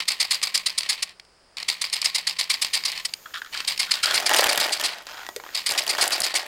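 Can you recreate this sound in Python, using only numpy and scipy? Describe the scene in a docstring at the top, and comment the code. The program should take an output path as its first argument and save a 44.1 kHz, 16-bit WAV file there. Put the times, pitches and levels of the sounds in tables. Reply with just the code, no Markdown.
"""Plastic gears skipping about nine times a second, in runs with short breaks: a motorised toy brick
machine on a table, close by in a small room. Each skip is a scrape of tooth over tooth, then a rattle
of loose parts. Midway a bin turns over; its little balls shift, pour onto a ringing plastic ramp,
roll down and are lifted on. The lift thuds once on the hollow base.
Underneath: room air, a faint motor hum and a thin hiss that comes and goes."""
import sys
import numpy as np
from scipy import signal
from scipy.fft import rfft, irfft
from scipy.io import wavfile
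from scipy.ndimage import uniform_filter1d

SR = 44100
rng = np.random.default_rng(int(sys.argv[2]) if len(sys.argv) > 2 else 0)


def to_wav(s):
    """Save 16-bit WAV."""
    ch = np.atleast_2d(s).T  # columns
    pcm = np.round(np.clip(ch, -1, 1) * 32767)  # PCM
    wavfile.write(sys.argv[1], SR, pcm.astype(np.int16))


N = 285327

# Levels are relative within a table; the functions set the mix.
# Spectra: (frequency [Hz], level [dB])
AIR_SPECTRUM = [(25, -2.5), (70, 1), (130, -9.5), (300, -5), (550, -1), (800, -4.5), (1300, -5),
                (4000, -14.5), (5000, -2), (6000, -19), (9500, -15), (12000, -43), (16000, -26)]
HISS_SPECTRUM = [(300, -10), (2000, -9.5), (6000, -11), (6900, -4.5), (7800, -17), (12000, -18),
                 (13400, -12), (14000, -4.5), (14450, -13), (15000, -12), (16000, -23)]
TABLETOP_SPECTRUM = [(20, -4), (60, 1), (120, 2), (220, 1), (400, -1), (1500, -43), (16000, -80)]
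BIN_SPECTRUM = [(150, -34), (500, -31), (1000, -15), (1300, 2), (1480, 3), (1750, 1.5), (2150, -14),
                (3000, -4.5), (4200, -9), (6000, -17.5), (16000, -39)]
RAMP_SPECTRUM = [(40, -34), (190, -25.5), (270, -12), (500, -6), (700, 3), (950, 0), (1300, -2.5),
                 (1850, 0.5), (2600, -7), (4500, -8), (6500, -14.5), (10000, -21.5), (16000, -29)]
CLICK_SPECTRUM = [(300, -36), (1500, -10), (3200, 16.5), (5000, -13), (7000, 4), (10000, -2.5), (14000, -2),
                  (16000, -10)]
CHANNEL_SPECTRUM = [(150, -31), (400, -8.5), (800, -2), (1600, 3), (2300, -4.5), (3500, -6), (5000, -9.5),
                    (7000, -14.5), (10000, -25), (16000, -39)]
AXLE_SPECTRUM = [(150, -25.5), (600, -13.5), (1080, -4.5), (1450, -14), (1900, 1), (2300, 2), (3600, -2.5),
                 (4800, 1), (6000, -16), (8000, -15), (11000, -24.5), (16000, -28.5)]
SNAP_SPECTRUM = [(150, -33), (600, -23.5), (1100, -16.5), (1500, -18), (2200, -3), (3500, -2), (4800, 10.5),
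                 (5900, -5.5), (9000, -6), (12000, -17), (16000, -33)]
RATTLE_SPECTRUM = [(150, -36.5), (500, -21), (1100, -11.5), (1450, -13.5), (2200, -4.5), (3600, -4.5),
                   (4300, -1), (4800, 4), (5600, -13), (8000, -14.5), (11000, -21), (16000, -27.5)]
SCRAPE_SPECTRUM = [(150, -54), (500, -25.5), (800, -28), (1120, -12), (1500, -21.5), (2100, -2), (2600, -8),
                   (3600, -5.5), (4250, 0.5), (4900, 2), (5800, -9.5), (9200, -8), (11000, -18),
                   (16000, -35)]
# Room decay: (frequency [Hz], T60 [s])
ROOM_DECAY = [(200, 0.15), (1000, 0.34), (4000, 0.06), (12000, 0.16)]
# Modes: (frequency [Hz], level [dB], T60 [s])
BASE_MODES = [(432, -2.5, 0.066), (474, 2, 0.052), (593, -4, 0.035)]
RAMP_MODES = [(320, -14, 0.18), (386, 2, 0.16), (581, 3, 0.24), (616, 3, 0.17), (701, -4.5, 0.26),
              (904, -11.5, 0.26), (873, -15, 0.14), (1254, -4.5, 0.08), (1370, -8, 0.3), (1670, -21, 0.079),
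              (1670, -21, 0.1), (1932, 9, 0.11), (2600, -46, 0.16)]
# Spans of activity: (time [s], length [s], level [dB])
HISS_SPANS = [(0.0, 0.7, -58), (1.57, 0.93, -62), (2.52, 0.9, -51), (3.45, 0.9, -50), (5.03, 1.1, -50.5)]
HEAP_SLIDES = [(3.255, 0.01, -50), (3.335, 0.034, -29.5), (3.455, 0.01, -41), (3.55, 0.085, -44),
               (3.87, 0.13, -36.5), (4.03, 0.12, -25.5)]
RAMP_SPILLS = [(4.05, 0.22, -33), (4.285, 0.22, -25), (4.57, 0.098, -29.5), (4.795, 0.035, -32),
               (5.69, 0.067, -32), (5.86, 0.064, -34), (5.975, 0.057, -27), (6.1, 0.14, -35),
               (6.335, 0.018, -32)]
CHANNEL_ROLLS = [(4.92, 0.1, -43), (5.07, 0.18, -39), (5.44, 0.12, -47)]
FREE_SPINS = [(0.0, 0.0076, -22.5), (0.83, 0.028, -30), (0.97, 0.031, -37), (1.567, 0.049, -33.5),
              (2.01, 0.034, -32), (2.915, 0.085, -30.5), (3.523, 0.083, -29.5), (3.96, 0.029, -33),
              (4.07, 0.06, -27), (4.88, 0.045, -29.5), (6.29, 0.02, -27.5)]
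# Jolts into the tabletop: (time [s], level [dB])
TABLETOP_JOLTS = [(4.15, -56), (4.388, -53), (4.459, -51), (4.576, -50), (4.599, -51), (5.71, -56.5),
                  (6.021, -58), (6.207, -53.5)]
# Single impacts: (time [s], level [dB], treble tilt [dB])
BIN_BUMPS = [(3.258, -31, -13), (3.305, -45, -10), (3.344, -28, -14), (3.358, -25, -8),
             (3.418, -21.5, -2.5), (3.446, -34, 2), (3.461, -34, -3), (3.547, -25, 3), (3.604, -26.5, -5),
             (4.037, -19, -21), (4.069, -32, -4), (4.11, -16, 12)]
RAMP_KNOCKS = [(4.2004, -20, 7), (4.2946, -19.5, 6), (4.3135, -12, -2), (4.3361, -14, 9), (4.3455, -10, 3),
               (4.3936, -8, 1), (4.4077, -16.5, 28), (4.4233, -16, -11), (4.4407, -12.5, 5.5),
               (4.4636, -21, 5), (4.4888, -20, -3), (4.5297, -17, 13), (4.5761, -14, 8),
               (4.6599, -19.5, -10), (4.798, -21, 6), (4.8109, -24.5, 16), (4.9844, -32, 6),
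               (5.0685, -28.5, 4), (5.2655, -28, 5), (5.2892, -23.5, 0), (5.3629, -23.5, 7),
               (5.3999, -30, -1), (5.4376, -31.5, -8), (5.464, -31.5, -9), (5.4903, -32, -6),
               (5.9499, -20, 2), (5.9828, -20, 3), (5.9863, -19.5, 3), (6.0397, -14.5, 8),
               (6.2652, -17.5, 9)]
SNAPS_AND_CLICKS = [(0.0029, -17.5, -10), (0.1196, -20, 12), (0.2281, -17, -3.1), (0.3446, -15, 1),
                    (0.4161, -23.5, -13), (0.5071, -34, -13), (0.5767, -13.5, 7), (0.7021, -22.5, -8),
                    (0.8078, -18, -6), (0.8326, -20, -8), (0.9296, -17.5, -3.5), (1.0927, -33, -9),
                    (1.1974, -31.5, -12), (1.2495, -49, -6), (1.5697, -24, -7), (1.5831, -23, -8),
                    (1.601, -24.5, -7), (1.6286, -20.5, -8.5), (1.6999, -11, -6), (1.8408, -16.5, -9),
                    (1.8989, -26.5, -0.3), (2.017, -14, 13), (2.027, -20, -13), (2.0582, -9.5, -3),
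                    (2.1829, -20, -2), (2.2957, -17.5, -0.8), (2.3682, -31, -8), (2.4114, -11.5, -6),
                    (2.4407, -25, -7), (2.5393, -18.5, 2), (2.647, -13, -5.5), (2.8374, -19, -8),
                    (2.918, -20.5, 12), (2.9772, -21, -7), (3.137, -16, -1), (3.5749, -19.5, -7),
                    (3.6042, -19, -12), (3.6484, -24, -9), (3.7769, -20.5, -2), (3.9168, -10.5, -4),
                    (3.9398, -13.5, -10), (4.0576, -9.5, -1), (4.1776, -13, -14), (5.6913, -17, 13),
                    (5.7096, -15, 23), (5.7202, -17, 26), (5.8781, -16, 18), (6.0777, -15, 44),
                    (6.2032, -14, 37), (6.2188, -14.5, 21), (6.3415, -17, 8)]
# Motor on: (time [s], length [s], chatter level [dB], hum level [dB])
MOTOR_RUNS = [(0.0, 1.1, -42, -70.5), (1.59, 1.39, -42, -68.5), (3.511, 1.34, -41, -67.5),
              (5.52, 0.97, -42.5, -71.5)]
# Gear skips: (time [s], length [s], scrape level [dB], rattle level [dB])
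GEAR_SKIPS = [(0.079, 0.013, -17, -25.5), (0.199, 0.018, -17, -26.5), (0.307, 0.017, -17, -26.5),
              (0.427, 0.014, -18.5, -27), (0.543, 0.017, -16.5, -29), (0.66, 0.013, -17, -31),
              (0.778, 0.011, -17, -35.5), (0.89, 0.019, -18, -29), (1.023, 0.011, -19, -51),
              (1.683, 0.0092, -17.5, -28.5), (1.813, 0.011, -20.5, -30), (1.926, 0.02, -21, -27.5),
              (2.043, 0.019, -20, -28), (2.145, 0.018, -19, -28), (2.269, 0.0099, -17, -29.5),
              (2.387, 0.015, -20, -30.5), (2.497, 0.021, -18, -26), (2.616, 0.014, -18, -28.5),
              (2.732, 0.026, -19.5, -26.5), (2.85, 0.013, -19, -27), (3.049, 0.011, -20.5, -43.5),
              (3.675, 0.013, -18.5, -26.5), (3.793, 0.015, -18, -25), (3.909, 0.013, -17, -26.5),
              (4.029, 0.017, -18, -30), (4.139, 0.025, -19.5, -24.5), (4.258, 0.017, -17.5, -32),
              (4.365, 0.025, -21.5, -25), (4.488, 0.014, -18.5, -28), (4.597, 0.021, -21.5, -22.5),
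              (4.72, 0.021, -20.5, -28), (4.836, 0.031, -21, -30.5), (5.547, 0.006, -19.5, -27),
              (5.661, 0.012, -18.5, -27.5), (5.776, 0.018, -18, -30.5), (5.89, 0.02, -19.5, -29.5),
              (6.009, 0.023, -17, -30), (6.118, 0.024, -21, -27), (6.233, 0.017, -21, -27.5),
              (6.35, 0.021, -19, -27.5)]


def gain_of(db):
    """Decibels to amplitude factor."""
    return 10 ** (np.asarray(db) / 20)


def unit_rms(x):
    """Scale to rms 1."""
    return x / np.sqrt(np.mean(x ** 2) + 1e-20)


def wander(count, width):
    """Noise smoothed over width points; rms 1."""
    return unit_rms(uniform_filter1d(rng.standard_normal(count), size=width))


def lookup(table, hz):
    """Interpolate over log frequency."""
    table_hz, value = np.transpose(table)
    return np.interp(np.log(hz + 1), np.log(table_hz + 1), value)


def add(mix, time_s, sound):
    """Mix a sound in at time_s."""
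    part = mix[max(round(time_s * SR), 0):][:len(sound)]
    part += sound[:len(part)]


def envelope(spans, rise_s, fall_s):
    """Gain per sample: each span rises, holds and decays; powers add."""
    power = np.zeros(N)
    for time_s, length_s, db in spans:
        t = np.arange(N) / SR
        gain = gain_of(db) * np.minimum(t / rise_s, 1) * np.exp(-np.maximum(t - length_s, 0) / fall_s)
        add(power, time_s, gain ** 2)
    return np.sqrt(power)


def body(spectrum, tilt_db=0., ripple_db=0., size=2048):
    """Minimum-phase response, energy 1; tilt pivots at 3 kHz, ripple adds narrow random modes."""
    hz = np.fft.rfftfreq(size, 1 / SR)
    modes = wander(len(hz), 7)
    lean = np.tanh(np.log((hz + 1) / 3000))
    detune = np.exp(0.0054 * ripple_db * rng.standard_normal())  # varies with contact point
    level_db = lookup(spectrum, hz * detune) + tilt_db * lean + ripple_db * modes
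    cepstrum = irfft(np.log(gain_of(level_db)))
    cepstrum[1:size // 2] *= 2
    cepstrum[size // 2 + 1:] = 0
    response = irfft(np.exp(rfft(cepstrum)))
    return response / np.linalg.norm(response)


def coloured_noise(spectrum, count=N, tilt_db=0., ripple_db=0.):
    """White noise shaped by a spectrum."""
    return signal.oaconvolve(rng.standard_normal(count), body(spectrum, tilt_db, ripple_db))[:count]


def buzz(decay_s, shape=0.99):
    """Force of a loose plastic contact, energy 1; shape above 1 holds, then stops short."""
    t = np.arange(SR // 25) / SR
    force = rng.standard_normal(len(t)) * np.exp(-(t / decay_s) ** shape)
    return force / np.linalg.norm(force)


def clatter(gain, spectrum, rate_hz, spread_db, decay_s, ripple_db, parts=8):
    """Random small impacts on several like parts; rms follows gain."""
    hits = rng.random(N) < rate_hz / SR
    force = hits * gain_of(spread_db * np.minimum(rng.exponential(1, N), 3))
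    local_power = abs(uniform_filter1d(force ** 2, size=1500))
    force /= np.sqrt(local_power + .1 * np.mean(force ** 2))  # evens out the loudness of the random hits
    struck = rng.integers(0, parts, N)
    out = np.zeros(N)
    for part in range(parts):
        ring = np.convolve(buzz(decay_s), body(spectrum, ripple_db=ripple_db))
        out += signal.oaconvolve(force * gain * (struck == part), ring / np.linalg.norm(ring))[:N]
    return out


def impacts(rows, spectrum, decay_s, ripple_db, crack, shape):
    """A crack and a short buzz through a body, each scaled by the rms of its first 3 ms."""
    out = np.zeros(N)
    for time_s, db, tilt_db in rows:
        force = buzz(decay_s, shape)
        force[0] += crack
        sound = signal.fftconvolve(force, body(spectrum, tilt_db, ripple_db))
        onset_rms = np.sqrt(np.mean(sound[:3 * SR // 1000] ** 2))
        add(out, time_s, gain_of(db) * sound / onset_rms)
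    return out


def room_tail(x, rise_s=0.0041):
    """Short diffuse tail; each band decays at its own rate."""
    hz, t, bands = signal.stft(rng.standard_normal(SR // 2), SR, nperseg=256)
    t60_s = lookup(ROOM_DECAY, hz)[:, None]
    tail = signal.istft(bands * gain_of(-60 * t / t60_s), SR, nperseg=256)[1]
    tail *= np.minimum(np.arange(len(tail)) / SR / rise_s, 1)
    return signal.fftconvolve(x, tail / np.linalg.norm(tail))[:N]


def room_air(level_db=-58.5):
    """Steady noise of still air."""
    return gain_of(level_db) * coloured_noise(AIR_SPECTRUM)


def hiss():
    """Thin high hiss, on and off."""
    return envelope(HISS_SPANS, rise_s=0.071, fall_s=0.073) * coloured_noise(HISS_SPECTRUM)


def motor_hum(pitch_hz=177, swell_db=1.5):
    """The running motor hums, wavering in pitch and level."""
    hz = pitch_hz * (1 + 0.025 * wander(N, 4000))
    swell = gain_of(swell_db * wander(N, 12000))
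    runs = [(time_s, length_s, db) for time_s, length_s, _, db in MOTOR_RUNS]
    tone = np.sqrt(2) * np.sin(2 * np.pi * np.cumsum(hz) / SR)
    return envelope(runs, rise_s=0.011, fall_s=0.21) * swell * tone


def tabletop_jolts():
    """Heavy jolts shake the table."""
    out = np.zeros(N)
    for time_s, db in TABLETOP_JOLTS:
        shake = signal.fftconvolve(buzz(decay_s=0.0062), body(TABLETOP_SPECTRUM))
        add(out, time_s, gain_of(db) * unit_rms(shake))
    return out


def lift_thud(time_s=5.362, gain_db=-22, rise_s=0.0045):
    """The lift lands; the hollow base rings."""
    out, t = np.zeros(N), np.arange(SR // 5) / SR
    ring = sum(gain_of(db - 60 * t / t60_s) * np.sin(2 * np.pi * hz * t) for hz, db, t60_s in BASE_MODES)
    onset = 1 - np.exp(-(t / rise_s) ** 2)
    add(out, time_s, gain_of(gain_db) * ring * onset)
    return out


def balls_in_channel():
    """Balls roll along the lift's channel."""
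    gain = envelope(CHANNEL_ROLLS, rise_s=0.01, fall_s=0.012)
    return clatter(gain, CHANNEL_SPECTRUM, rate_hz=970, spread_db=4, decay_s=0.0013, ripple_db=1.5)


def balls_in_bin():
    """The heap slides as the bin turns; single balls strike the wall."""
    slide = envelope(HEAP_SLIDES, rise_s=0.0034, fall_s=0.018)
    shifting = clatter(slide, BIN_SPECTRUM, rate_hz=490, spread_db=3, decay_s=0.0016, ripple_db=3)
    bumps = impacts(BIN_BUMPS, BIN_SPECTRUM, decay_s=0.0031, ripple_db=1, crack=0.13, shape=0.76)
    return gain_of(-2) * shifting + gain_of(-4) * bumps


def ramp_ring(strikes):
    """The ramp's plate modes ring on after each strike."""
    t = np.arange(SR // 4) / SR
    response = np.zeros(len(t))
    for hz, db, t60_s in RAMP_MODES:
        unit_peak = 2 * np.log(1000) / (t60_s * SR)  # cancels the gain at resonance
        response += unit_peak * gain_of(db - 60 * t / t60_s) * np.sin(2 * np.pi * hz * t)
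    return signal.fftconvolve(strikes, response)[:N]


def balls_on_ramp():
    """Batches of hard balls hit the ramp, bounce and click together."""
    spill = envelope(RAMP_SPILLS, rise_s=0.0053, fall_s=0.084)
    pour = clatter(spill, RAMP_SPECTRUM, rate_hz=450, spread_db=2, decay_s=0.0014, ripple_db=2.5,
                   parts=14)
    clicks = clatter(spill, CLICK_SPECTRUM, rate_hz=170, spread_db=15.5, decay_s=0.0014, ripple_db=1.5)
    knocks = impacts(RAMP_KNOCKS, RAMP_SPECTRUM, decay_s=0.0016, ripple_db=2.5, crack=0.2, shape=0.87)
    strikes = gain_of(1.5) * pour + gain_of(-3) * knocks
    return strikes + gain_of(-5.5) * ramp_ring(strikes) + gain_of(-1) * clicks


def axle_chatter(spin_up_s=0.042):
    """Axles chatter under the motor, harder after each skip and when spinning free of the load."""
    runs = [(time_s, length_s, db) for time_s, length_s, db, _ in MOTOR_RUNS]
    coasts = [(time_s, spin_up_s, rattle_db - 4.5) for time_s, _, _, rattle_db in GEAR_SKIPS]
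    idle = envelope(runs, rise_s=0.011, fall_s=0.024)
    coast = envelope(coasts, rise_s=spin_up_s, fall_s=0.045)
    free = envelope(FREE_SPINS, rise_s=0.0041, fall_s=0.018)
    gain = gain_of(-3.5) * np.sqrt(idle ** 2 + coast ** 2 + free ** 2)
    return clatter(gain, AXLE_SPECTRUM, rate_hz=700, spread_db=4, decay_s=0.0044, ripple_db=0, parts=6)


def snaps_and_clicks():
    """Single sharp snaps of the gears; near the end, bright hard clicks of balls entering the lift."""
    hits = impacts(SNAPS_AND_CLICKS, SNAP_SPECTRUM, decay_s=0.0031, ripple_db=0.45, crack=0.12,
                   shape=1.3)
    return gain_of(-4.5) * hits


def gear_rattle(hold_s=0.044, fall_s=0.015):
    """After each skip the gear train springs back and rattles until it settles."""
    gain, t = np.zeros(N), np.arange(SR // 7) / SR
    for time_s, length_s, _, db in GEAR_SKIPS:
        onset = np.clip(2 * t / length_s - 1, 0, 1)
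        settle = np.exp(-np.maximum(t - hold_s, 0) / fall_s)
        add(gain, time_s, gain_of(db) * onset * settle)
    return clatter(gain, RATTLE_SPECTRUM, rate_hz=600, spread_db=4, decay_s=0.0017, ripple_db=1.5)


def gear_scrapes(lead_s=0.0038, fall_s=0.0042, grain=0.19):
    """Tooth rides over tooth: dense friction bites, holds and lets go."""
    out, t = np.zeros(N), np.arange(SR // 12) / SR
    for time_s, length_s, db, _ in GEAR_SKIPS:
        bite = np.minimum(t / (2 * lead_s), 1) ** 2.17
        release = np.exp(-np.maximum(t - lead_s - 0.91 * length_s, 0) / fall_s)
        grip = np.exp(grain * wander(len(t), 60))
        friction = coloured_noise(SCRAPE_SPECTRUM, len(t), 1.2 * rng.standard_normal(), ripple_db=2.5)
        # even motor pressure keeps the friction level steady
        friction /= np.sqrt(abs(uniform_filter1d(friction ** 2, size=150)) + 1e-9)
        scrape = bite * release * grip * friction
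        scrape *= np.sqrt(length_s * SR) / np.linalg.norm(scrape)
        add(out, time_s - lead_s, gain_of(db) * scrape)
    return gain_of(-0.43) * out


def scene():
    """The machine close by, with a little room; mono."""
    background = room_air() + hiss() + motor_hum()
    handling = tabletop_jolts() + lift_thud() + balls_in_channel() + balls_in_bin() + balls_on_ramp()
    gears = axle_chatter() + snaps_and_clicks() + gear_rattle() + gear_scrapes()
    reverb = room_tail(gain_of(-20) * gears + gain_of(-16) * handling)
    return (background + handling + gears + reverb)[None]


def record(dry, ceiling=0.92, cutoff_hz=16100):
    """The microphone rounds off the highest peaks; then a low-pass."""
    rounded = dry / (1 + abs(dry / ceiling) ** 4) ** .25
    lowpass = signal.firwin(401, cutoff_hz, window=("kaiser", 9), fs=SR)
    return signal.oaconvolve(rounded, lowpass[None], "same")


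dry = scene()
out = record(dry)
to_wav(out)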